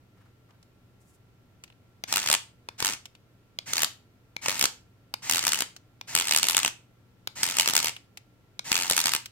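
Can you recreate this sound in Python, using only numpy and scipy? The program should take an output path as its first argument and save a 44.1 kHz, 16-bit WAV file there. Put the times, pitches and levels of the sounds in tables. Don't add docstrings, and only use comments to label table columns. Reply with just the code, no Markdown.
import sys
import numpy as np
from scipy import signal
from scipy.fft import rfft, irfft, next_fast_len
from scipy.io import wavfile
from scipy.ndimage import map_coordinates

SR = 44100
rng = np.random.default_rng(int(sys.argv[2]) if len(sys.argv) > 2 else 0)


def waveform_to_disk(signal):
    frames = np.transpose(np.atleast_2d(signal))
    scaled = np.clip(frames, -1, 1) * 32767
    samples = np.round(scaled).astype(np.int16)
    wavfile.write(sys.argv[1], SR, samples)


N = 410571

# on_s, off_s, whirr_db
MOTOR_RUNS = [(2.072, 2.352, -36.5), (2.778, 2.94, -36.5), (3.657, 3.851, -37.5), (4.413, 4.661, -36.5),
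              (5.219, 5.623, -36.5), (6.071, 6.679, -37.5), (7.352, 7.89, -36.5), (8.641, 9.165, -36.5)]


def gears():
    # freq_hz, gain_db
    spectrum = [(30, -25.5), (110, -11), (300, -10.5), (520, -10), (1100, -1.5), (1900, -2.5), (2800, 2.5),
                (4000, 0.5), (5400, 0.5), (8400, 0.5), (10200, -7), (13500, -7), (16000, -13)]
    jumps = jumping_teeth()
    teeth = jumps + grazing_teeth(jumps)
    snaps = impacts(teeth, rise_s=.0036, t60_s=.013, coherence=.44, lag_samples=4, repeat=.074, tint_db=2)
    return amp(.5) * coloured(snaps, lambda hz: along(spectrum, hz) + frame_db(hz))


def jumping_teeth(build_db=2, wind_up_per_db=.01, treble_per_db=.4, lone_lead_s=.017, lone_db=-7):
    # start_s, length_s, tooth_count, peak_db, hardest_index, fall_db_per_tooth,
    # treble_db, lone_flag (one tooth gives way early)
    volleys = [(2.1258, .0133, 2, -18, 0, 5.5, 0.5, 0), (2.1594, .0405, 5, -17.2, 0, 3, -0.5, 0),
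               (2.261, .0669, 6, -15.8, 5, 0, -1, 0), (2.3393, .01, 2, -17.5, 0, 4.5, -2.5, 0),
               (2.8031, .0221, 2, -24.5, 0, -0.5, -1.5, 0), (2.8475, .06, 7, -19, 0, 2, -0.5, 0),
               (3.7342, 0, 1, -19.5, 0, 0, 5, 0), (3.756, .0487, 5, -22.5, 2, 2, -0.5, 0),
               (3.8195, .0257, 3, -17.5, 1, 1, 3, 0), (4.4598, 0, 1, -21, 0, 1, -6.5, 0),
               (4.4838, .0421, 5, -20, 0, 2.7, -3, 0), (4.6113, .0437, 4, -16.7, 0, 0, 1.5, 1),
               (5.297, 0, 1, -16.5, 0, 0, 1, 0), (5.3112, .0811, 8, -19.3, 0, .65, 0.5, 0),
               (5.4277, .0114, 2, -25, 1, 0, -2.5, 0), (5.4679, .0227, 3, -16, 0, 3, 2, 1),
               (5.5198, .0365, 4, -18.5, 1, 4.5, 0.5, 0), (5.6061, .0151, 2, -19, 0, 2.5, -1, 1),
               (6.151, .0708, 7, -17, 0, 1.37, 0.5, 0), (6.2713, .0118, 2, -23.5, 1, 0, 2, 0),
               (6.3103, .0375, 4, -19, 0, 0, 0.5, 1), (6.362, .0346, 4, -17, 0, 3, 2, 0),
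               (6.4299, .0228, 3, -17.8, 0, 4, 0, 0), (6.4856, .0455, 5, -17, 0, 2.5, 1.5, 1),
               (6.5471, 0, 1, -21.5, 0, 0, -1, 0), (6.5678, .0322, 4, -14.5, 0, 3.1, 0, 0),
               (6.6482, .012, 2, -16.5, 0, 4, -1, 1), (6.6783, 0, 1, -22.5, 0, 0, 1, 0),
               (7.4321, .0084, 2, -16.5, 0, 8, 1, 0), (7.4532, .0683, 7, -25, 0, 0.6, 0.5, 0),
               (7.5856, .0447, 5, -15, 1.3, 5, 2.5, 1), (7.676, .0322, 4, -16, 0, 3, 0.5, 1),
               (7.7524, .0489, 5, -14.7, 1.4, 4, 2.5, 1), (7.845, .049, 5, -18, 0, 3, -1.5, 1),
               (8.7175, .0105, 2, -14, 0, 6, -1, 0), (8.743, .0903, 9, -22, 0, .4, -1, 0),
               (8.8986, .0345, 4, -14.7, .4, 4, 1, 0), (8.9658, .0484, 5, -16, 1, 2.5, 1.5, 0),
               (9.0573, .0353, 4, -17.5, 0, 2.5, -2, 1), (9.1358, .0272, 3, -18, 0, 3, 0, 1)]
    teeth = []
    for start_s, length_s, count, peak_db, hardest, fall_db, treble_db, lone in volleys:
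        past_peak = np.arange(count) - hardest
        force_db = peak_db + np.where(past_peak < 0, build_db, -fall_db) * past_peak
        wound = np.r_[0, np.cumsum(np.exp(wind_up_per_db * force_db[1:]))]
        times_s = start_s + length_s * wound / (wound[-1] + 1e-9)
        trebles_db = treble_db + treble_per_db * (force_db - force_db.mean())
        levels_db = force_db + .9 * rng.standard_normal(count)
        teeth += zip(times_s, levels_db, trebles_db)
        if lone:
            teeth.append((start_s - lone_lead_s, peak_db + lone_db, treble_db))
    return teeth


def grazing_teeth(jumps, spacing_s=.0118, wait_s=.1, level_db=-33, treble_db=-2):
    times_s = np.cumsum(spacing_s * (1 + .08 * rng.standard_normal(1000)))
    levels_db = level_db + 2 * rng.standard_normal(len(times_s))
    jumps_s = np.array([s for s, _, _ in jumps])
    return [(s, db, treble_db) for s, db in zip(times_s, levels_db)
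            if any(on_s + wait_s < s < off_s for on_s, off_s, _ in MOTOR_RUNS)
            and abs(jumps_s - s).min() > spacing_s]


def chassis():
    # start_s, level_db
    jolts = [(2.3, -21), (2.824, -26), (2.897, -32), (3.831, -24), (4.483, -23), (4.638, -22), (6.647, -23),
             (6.66, -28), (8.716, -23), (8.91, -25), (9.054, -29)]
    # freq_hz, gain_db
    spectrum = [(40, -10), (130, -2), (300, -1), (500, 0), (1100, -3), (1800, -12), (4000, -35),
                (16000, -60)]
    hits = [(s, db, 0) for s, db in jolts]
    knocks = impacts(hits, rise_s=.003, t60_s=.02, coherence=.7, lag_samples=4, repeat=.2, tint_db=1)
    return amp(-5) * coloured(knocks, lambda hz: along(spectrum, hz))


def motors(spin_up_s=.016, coast_s=.016, mesh_hz=2050, mesh_db=-12, grit_db=2):
    # freq_hz, gain_db
    spectrum = [(40, -20), (130, 0), (450, -12), (800, -4.5), (1500, -4.5), (2200, -0.5), (3800, -4),
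                (5600, -0.5), (7400, 0.5), (8900, -2.5), (9900, -16), (12500, -13), (16000, -22.5)]
    t = np.arange(N) / SR
    level, speed = np.zeros(N), np.zeros(N)
    for on_s, off_s, whirr_db in MOTOR_RUNS:
        spin_up = 1 - np.exp(-np.maximum(t - on_s, 0) / spin_up_s)
        turning = spin_up * np.exp(-np.maximum(t - off_s, 0) / coast_s)
        level += amp(whirr_db) * turning
        speed += np.sqrt(turning)
    travel_s = np.cumsum(speed * (1 + .04 * wobble(30) + .04 * wobble(400))) / SR
    sliding = unit_rms(amp(grit_db * wobble(1500)) * stereo_noise(N, .63, lag_samples=3))
    grit = coloured(sliding, lambda hz: along(spectrum, hz) + frame_db(hz))
    mesh = amp(mesh_db + 2.8 * wobble(90)) * np.sin(2 * np.pi * mesh_hz * travel_s)
    return level * (grit + mesh)


def frame_db(hz):
    # centre_hz, width_hz, gain_db
    modes = [(262, 50, 4), (910, 110, 5.5), (1050, 80, -3.5), (1290, 160, 2), (1770, 140, 2),
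             (2210, 130, 2), (2560, 220, 1.5), (2850, 160, 2), (4470, 250, 2)]
    return sum(db / (1 + (2 * (hz - centre_hz) / width_hz) ** 2) for centre_hz, width_hz, db in modes)


def lever():
    # start_s, level_db, treble_db
    pushes = [(2.0381, -25.5, -3.5), (2.6873, -29.5, -6.5), (3.5875, -27.5, -2), (4.3646, -28.5, -4.5),
              (5.1394, -21.5, 0), (6.012, -33.5, -5.5), (7.2733, -23, 1.5), (8.5925, -25.5, -1)]
    # freq_hz, gain_db
    spectrum = [(40, -17), (150, -5), (420, -8.5), (620, -1.5), (860, 0.5), (1050, -0.5), (1500, -1.5),
                (1900, -8), (2300, 7), (2750, -5.5), (3400, 1), (6000, -3.5), (7000, -11), (16000, -20)]
    # freq_hz, level_db, t60_s
    modes = [(2300, -15, .028), (2417, -21, .045), (4850, -12, .012)]
    clacks = impacts(pushes, rise_s=.0014, t60_s=.012, coherence=.72, lag_samples=14, repeat=.3, tint_db=1)
    clacks = coloured(clacks, lambda hz: along(spectrum, hz))
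    t = np.arange(SR // 8) / SR
    for start_s, push_db, _ in pushes:
        for hz, mode_db, t60_s in modes:
            decay = amp(push_db + mode_db + rng.normal(0, 2) - 60 * t / t60_s)
            add(clacks, start_s, decay * np.sin(2 * np.pi * hz * t))
    return amp(-.6) * clacks


def lever_and_handling_ticks():
    # start_s, level_db, treble_db
    hits = [(.507, -64, -6), (.628, -58, 0), (1.6378, -39.5, 3), (1.678, -58, -9), (1.701, -57.5, -14),
            (1.724, -63, -12), (3.0558, -38.5, 2), (3.151, -51.5, -8), (3.915, -51, -11), (5.764, -41, 2),
            (7.965, -41.5, -6), (8.173, -39, 1), (9.2582, -33, 6)]
    # freq_hz, gain_db
    spectrum = [(100, -17), (800, -7), (1800, -6), (2600, 0), (4500, -2), (7000, -7), (10000, -13),
                (16000, -19)]
    ticks = impacts(hits, rise_s=.0037, t60_s=.029, coherence=.3, lag_samples=11, repeat=.091, tint_db=2)
    return coloured(ticks, lambda hz: along(spectrum, hz))


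def hand():
    # start_s, length_s, level_db, centre_hz, width_octaves
    strokes = [(0.139, 0.19, -69.5, 1180, 0.94), (0.476, .09, -66, 990, 0.59), (0.98, .21, -70, 7700, 0.58)]
    track = np.zeros((2, N))
    for start_s, length_s, level_db, centre_hz, width_octaves in strokes:
        size = 2 * round(length_s * SR / 2)
        octaves = np.log2((np.fft.rfftfreq(size, 1 / SR) + 1) / centre_hz)
        band = 1 / (1 + (octaves / width_octaves) ** 2)
        friction = irfft(rfft(stereo_noise(size, .35)) * band)
        stroke = unit_rms(friction * amp(3 * wobble(68)[:size]))
        add(track, start_s, amp(level_db) * signal.windows.tukey(size, .5) * stroke)
    return track


def room(x, delay_s=.0044, build_s=.0024):
    # freq_hz, t60_s
    decay = [(100, .22), (500, .27), (1400, .29), (4000, .28), (8000, .25), (15000, .25)]
    # freq_hz, gain_db
    spectrum = [(100, -3), (1000, 0), (8000, 0), (15000, -7)]
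    wet, block = np.zeros((2, N)), SR // 8
    t = np.arange(SR // 2) / SR
    swell = 1 - np.exp(-np.maximum(t - delay_s, 0) / build_s)
    for start in range(0, N, block):
        piece = x[:, start:start + block]
        if np.max(abs(piece)) < 1e-4:
            continue
        hz, age_s, bins = signal.stft(stereo_noise(len(t), .23), SR, nperseg=256)
        fade = amp(along(spectrum, hz)[:, None] - 60 * age_s / along(decay, hz)[:, None])
        tail = signal.istft(bins * fade, SR, nperseg=256)[1][:, :len(t)] * swell
        add(wet, start / SR, signal.fftconvolve(piece, tail / np.linalg.norm(tail[0]), axes=1))
    return wet


def air_and_fan():
    # freq_hz, gain_db
    spectrum = [(20, -18), (68, -8), (107, -4), (150, -10.5), (182, -6.5), (216, -12.5), (285, -11.5),
                (600, -20.5), (950, -26), (2500, -31.5), (5000, -38), (10500, -45), (14500, -40.5),
                (16000, -47.5)]
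    # freq_hz, side_to_mid_db
    width = [(40, -11), (250, -9.5), (2000, 1)]
    # freq_hz, level_db
    lines = [(100, -69), (120, -66), (242, -78), (1362, -80.5)]
    t = np.arange(N) / SR
    mid, side = unit_rms(coloured(rng.standard_normal((2, N)), lambda hz: along(spectrum, hz)))
    size = next_fast_len(N)
    side_gain = amp(along(width, np.fft.rfftfreq(size, 1 / SR)))
    side = irfft(rfft(side, size) * side_gain, size)[:N]
    hum = sum(amp(db) * np.sqrt(2) * np.sin(2 * np.pi * hz * t + .4 * wobble(4.2)) for hz, db in lines)
    return amp(-62.5) * np.array([mid + side, mid - side]) + hum


def impacts(hits, rise_s, t60_s, coherence, lag_samples, repeat, tint_db):
    size, loud_samples, lead_s, crest_s = 2048, 200, .002, .0004
    t = np.arange(size) / SR - lead_s - crest_s
    hz = np.fft.rfftfreq(size, 1 / SR)
    envelope = amp(-60 * abs(t) / np.where(t < 0, rise_s, t60_s))
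    knots_hz = np.geomspace(200, 16000, 14)
    tilt = np.clip(np.log2(knots_hz / 2500) / 2, 0, 1) - .5
    body = stereo_noise(size, coherence, lag_samples)
    track = np.zeros((2, N))
    for start_s, level_db, treble_db in hits:
        spot = stereo_noise(size, coherence, lag_samples)
        ring = envelope * (np.sqrt(repeat) * body + np.sqrt(1 - repeat) * spot)
        tint = amp(tint_db * rng.standard_normal(len(knots_hz)) + treble_db * tilt)
        ring = irfft(rfft(unit_rms(ring)) * np.interp(hz, knots_hz, tint))
        add(track, start_s - lead_s, amp(level_db) * np.sqrt(loud_samples / size) * ring)
    return track


def coloured(x, gain_db):
    size = 8192
    gain = unit_rms(amp(gain_db(np.fft.rfftfreq(size, 1 / SR))))
    cepstrum = irfft(np.log(np.maximum(gain, 1e-6)))
    fold = np.r_[1, np.full(size // 2 - 1, 2), 1, np.zeros(size // 2 - 1)]
    impulse = irfft(np.exp(rfft(cepstrum * fold)))
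    return signal.oaconvolve(x, impulse[None], axes=1)[:, :N]


def stereo_noise(size, coherence, lag_samples=0):
    shared, left, right = rng.standard_normal((3, size))
    lagged = np.array([shared, np.roll(shared, lag_samples)])
    return np.sqrt(coherence) * lagged + np.sqrt(1 - coherence) * np.array([left, right])


def wobble(rate_hz):
    knots = rng.standard_normal(int(N * rate_hz / SR) + 4)
    return map_coordinates(knots, [np.arange(N) * rate_hz / SR])


def along(points, hz):
    knots_hz, values = np.transpose(points)
    return np.interp(np.log(hz + 1), np.log(knots_hz + 1), values)


def amp(db):
    return 10 ** (np.asarray(db) / 20)


def unit_rms(x):
    return x / np.sqrt(np.mean(x ** 2) + 1e-20)


def add(track, start_s, sound):
    start = max(round(start_s * SR), 0)
    track[:, start:start + sound.shape[-1]] += sound[..., :max(N - start, 0)]


def scene():
    background = air_and_fan()
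    near = (lever() + lever_and_handling_ticks() + hand()) * amp([[.8], [-.8]])
    car = (motors() + gears() + chassis()) * amp([[.1], [-.1]])
    return car + near + room(amp(-14) * car + amp(-20) * near) + background


def record(dry):
    ceiling, top_hz, taper_hz = .9, 16700, 900
    rounded = dry / (1 + (dry / ceiling) ** 4) ** (1 / 4)
    size = next_fast_len(N + SR // 4)
    passband = np.clip((top_hz - np.fft.rfftfreq(size, 1 / SR)) / taper_hz, 0, 1)
    return irfft(rfft(rounded, size) * passband, size)[:, :N]


dry = scene()
out = record(dry)
waveform_to_disk(out)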